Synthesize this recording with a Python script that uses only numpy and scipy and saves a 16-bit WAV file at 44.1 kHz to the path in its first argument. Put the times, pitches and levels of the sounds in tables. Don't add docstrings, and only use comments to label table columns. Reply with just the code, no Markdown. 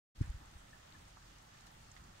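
import sys
import numpy as np
from scipy import signal
from scipy.fft import rfft, irfft
from scipy.io import wavfile
from scipy.ndimage import uniform_filter1d

SR = 44100
rng = np.random.default_rng(int(sys.argv[2]) if len(sys.argv) > 2 else 0)


def inscribe(sig):
    pcm = np.round(np.clip(np.atleast_2d(sig).T, -1, 1) * 32767)
    wavfile.write(sys.argv[1], SR, pcm.astype(np.int16))


N = 97020

# frequency_hz, base_level_db (per Hz)
RUMBLE_TONE = [(8,-89),(22,-100),(38,-78.5),(65,-88),(100,-86.5),(135,-89.5),(185,-91.5),(245,-98),(320,-99),(450,-110),(900,-130)]
# time_s, gain_db
RUMBLE_SWELLS = [(.15,5),(.4,-0.5),(.72,0.5),(.85,-3),(.95,2.5),(1.06,3),(1.18,0),(1.7,-1.5),(1.83,-0.5),(1.95,-2),(2.06,2),(2.2,-2.5)]
# peak_s, pitch_hz, level_db, half_length_s
CASE_BUMPS = [(0.189,55,-44,0.0094),(0.2156,99,-22.5,0.0059),(.214,267,-35,.005),(.214,412,-46.5,0.0035),(0.223,35,-39,0.02),(.250,72.4,-44.5,0.023),(0.279,113,-42.5,0.0065),(.304,50.3,-31.5,0.01),(0.3488,70,-37.5,0.0056),(0.363,39.6,-43.5,0.013),(0.416,298,-59,0.0042),(0.43,60.5,-52,0.0081),(.476,54,-57,.012),(0.562,61,-44,0.0076)]
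# start_s, level_db, centre_hz, width_octaves, decay_s, left_minus_right_db
FINGER_RUBS = [(.214,-58.5,5000,0.7,.016,0),(.219,-58,1480,0.79,0.062,-3),(.24,-80.5,6500,0.59,0.18,-20)]
# peak_s, pitch_hz, level_db, half_length_s, left_minus_right_db
RINGING_DRIPS = [(.735,1760,-53.5,0.0043,3),(.954,1736,-58.5,0.0064,4),(1.551,1780,-65,0.0032,10)]
# start_s, level_db, centre_hz, width_octaves, decay_s, left_minus_right_db
SILL_SPLASHES = [(.260,-54.5,7140,0.2,0.0014,2),(.301,-61,8200,0.28,0.0042,-5),(.412,-61.5,950,0.25,0.012,-2),(.457,-63,7200,0.25,0.0033,-7),(.578,-67.5,6960,0.41,0.045,-3),(.709,-64,5900,0.26,0.0068,3),(.924,-55.5,3720,0.32,0.0027,9),(1.171,-56.5,1110,0.25,0.01,-4),(1.075,-68,7300,0.38,0.033,-3),(1.383,-60,6030,0.39,0.0066,-3),(1.423,-68,8000,0.44,0.0071,-2),(1.541,-65,7500,0.25,.003,-2),(1.609,-57,6900,0.26,.0015,-8),(1.664,-63,8500,.8,0.0027,-9),(1.668,-58.5,3840,0.93,0.012,2),(1.716,-67,13500,.3,.002,10),(1.9155,-54.5,6500,0.24,.004,-6.5),(1.9652,-53,1500,1.1,0.0015,-17),(1.972,-57,1500,1.1,.009,-1),(1.997,-58,1410,0.19,0.0025,-1),(2.039,-62,6000,0.52,0.0046,-2),(2.178,-65.5,6750,0.25,0.0056,-5)]
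# frequency_hz, left_base_level_db, right_base_level_db (both per Hz)
RAIN_TONE = [(58.5,-118,-118),(296,-102,-102),(430,-100,-101),(550,-99.4,-94.5),(660,-100,-94),(727,-97.5,-90.5),(800,-101,-92.5),(823,-93.5,-89.5),(990,-100.5,-94.5),(1280,-96.5,-95),(1630,-99.8,-97.5),(1835,-97.5,-96),(2270,-101,-102.4),(3050,-100.2,-102),(4060,-102.3,-104.2),(5940,-105.7,-104.9),(6630,-107.1,-102.8),(8480,-111.3,-107.7),(10140,-116.4,-114.9),(12500,-118.5,-118.1),(15500,-119.3,-118.8)]
# frequency_hz, share_0_to_1
RAIN_SHARED = [(250,0.94),(700,0.69),(1000,0.55),(1800,0),(3200,0.05),(6000,0)]


def gain(db):
    return 10 ** (np.asarray(db) / 20)


def normalise(sound):
    return sound / (np.sqrt(np.mean(sound ** 2)) + 1e-18)


def frequencies():
    return np.maximum(np.arange(N // 2 + 1) * SR / N, 1)


def curve(table, column=1):
    rows = np.array(table, float)
    return np.interp(np.log(frequencies()), np.log(rows[:, 0]), rows[:, column])


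def wander(rate_hz):
    hold = int(SR / rate_hz)
    steps = np.repeat(rng.standard_normal(N // hold + 1), hold)
    return normalise(uniform_filter1d(uniform_filter1d(steps, hold), hold)[:N])


def noise_band(centre_hz, width_octaves):
    bell = np.exp(-0.5 * (np.log2(frequencies() / centre_hz) / width_octaves) ** 2)
    return normalise(irfft(rfft(rng.standard_normal((2, N))) * bell, N))


def delay_left(sound, lag_s):
    left = irfft(rfft(sound) * np.exp(-2j * np.pi * frequencies() * lag_s), N)
    return np.array([left, sound])


def pan(side_db):
    return gain(np.array([[side_db], [-side_db]]) / 2)


def rise_and_fade(start_s, attack_s, decay_s):
    age_s = np.maximum(np.arange(N) / SR - start_s, 0)
    return (1 - np.exp(-age_s / attack_s)) * np.exp(-age_s / decay_s)


def short_tone(peak_s, pitch_hz, half_length_s):
    t = np.arange(N) / SR - peak_s
    return np.sin(2 * np.pi * pitch_hz * t) * np.exp(-(t / half_length_s) ** 2)


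def noise_bursts(table, attack_s):
    out = 0
    for start_s, level_db, centre_hz, width_octaves, decay_s, side_db in table:
        shape = rise_and_fade(start_s, attack_s, decay_s)
        burst = normalise(noise_band(centre_hz, width_octaves) * shape)
        shape_strength = np.sqrt(np.mean(shape ** 2))
        out = out + gain(level_db) * pan(side_db) * burst * shape_strength
    return out


def outdoor_rumble():
    spectrum = rfft(rng.standard_normal(N)) * gain(curve(RUMBLE_TONE))
    rumble = irfft(spectrum, N) * np.sqrt(SR / 2)
    swell_db = np.interp(np.arange(N) / SR, *np.array(RUMBLE_SWELLS).T)
    gain_db = 2 + swell_db + 1.17 * wander(rate_hz=11.9)
    return delay_left(rumble * gain(gain_db), lag_s=0.000434)


def hand_on_recorder():
    thuds = sum(gain(level_db) * short_tone(peak_s, pitch_hz, half_length_s)
                for peak_s, pitch_hz, level_db, half_length_s in CASE_BUMPS)
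    rubs = noise_bursts(FINGER_RUBS, attack_s=0.0009)
    return delay_left(thuds, lag_s=-0.00087) + rubs


def drips(ring_db=-8.5):
    out = 0
    for peak_s, pitch_hz, level_db, half_length_s, side_db in RINGING_DRIPS:
        ping = short_tone(peak_s, pitch_hz, half_length_s)
        ring_shape = rise_and_fade(peak_s, attack_s=half_length_s, decay_s=0.018)
        ring = gain(ring_db) * noise_band(pitch_hz, width_octaves=0.075) * ring_shape
        out = out + gain(level_db) * pan(side_db) * (ping + ring)
    return out


def splashes():
    return noise_bursts(SILL_SPLASHES, attack_s=0.0001)


def patter_spectrum(band_drops_per_s=900, size_spread_db=3, decay_s=0.0012, flicker_db=1.26):
    spectrum = 0
    edges_hz = [0, 900, 2000, 4000, 7500, SR]
    for low_hz, high_hz in zip(edges_hz, edges_hz[1:]):
        sizes = gain(size_spread_db * np.minimum(rng.exponential(size=N), 5))
        hits = (rng.random(N) < band_drops_per_s / SR) * sizes ** 2
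        energy = signal.lfilter([1], [1, -np.exp(-2 / (decay_s * SR))], hits)
        patter_share = 0.35 * min(high_hz / 3000, 1)
        loudness = np.sqrt(1 - patter_share + patter_share * energy / energy.mean())
        patter = loudness * rng.standard_normal(N)
        flicker = gain(flicker_db * wander(rate_hz=16.13))
        in_band = (frequencies() >= low_hz) & (frequencies() < high_hz)
        spectrum = spectrum + rfft(patter * flicker) * in_band
    return spectrum


def rain():
    share = np.clip(curve(RAIN_SHARED), 0, 1)
    from_window = rfft(delay_left(irfft(patter_spectrum(), N), lag_s=0.000653))
    all_around = np.array([patter_spectrum(), patter_spectrum()])
    spectrum = np.sqrt(share) * from_window + np.sqrt(1 - share) * all_around
    tone = gain(np.array([curve(RAIN_TONE, column=1), curve(RAIN_TONE, column=2)]))
    gain_db = -0.5 - 0.06 * wander(rate_hz=3.6)
    return irfft(spectrum * tone, N) * np.sqrt(SR / 2) * gain(gain_db)


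def scene():
    return rain() + outdoor_rumble() + splashes() + drips() + hand_on_recorder()


def record(dry):
    open_s, fade_in_s, settle_s, opening_db, top_hz = 0.1475, 0.011, 0.057, -4, 15720
    age_s = np.arange(N) / SR - open_s
    fade_in = np.clip(age_s / fade_in_s, 0, 1)
    settle = gain(opening_db * np.clip(1 - age_s / settle_s, 0, 1))
    treble_cut = signal.ellip(12, 0.1, 80, top_hz, fs=SR, output="sos")
    return signal.sosfilt(treble_cut, dry * fade_in * settle)


dry = scene()
out = record(dry)
inscribe(out)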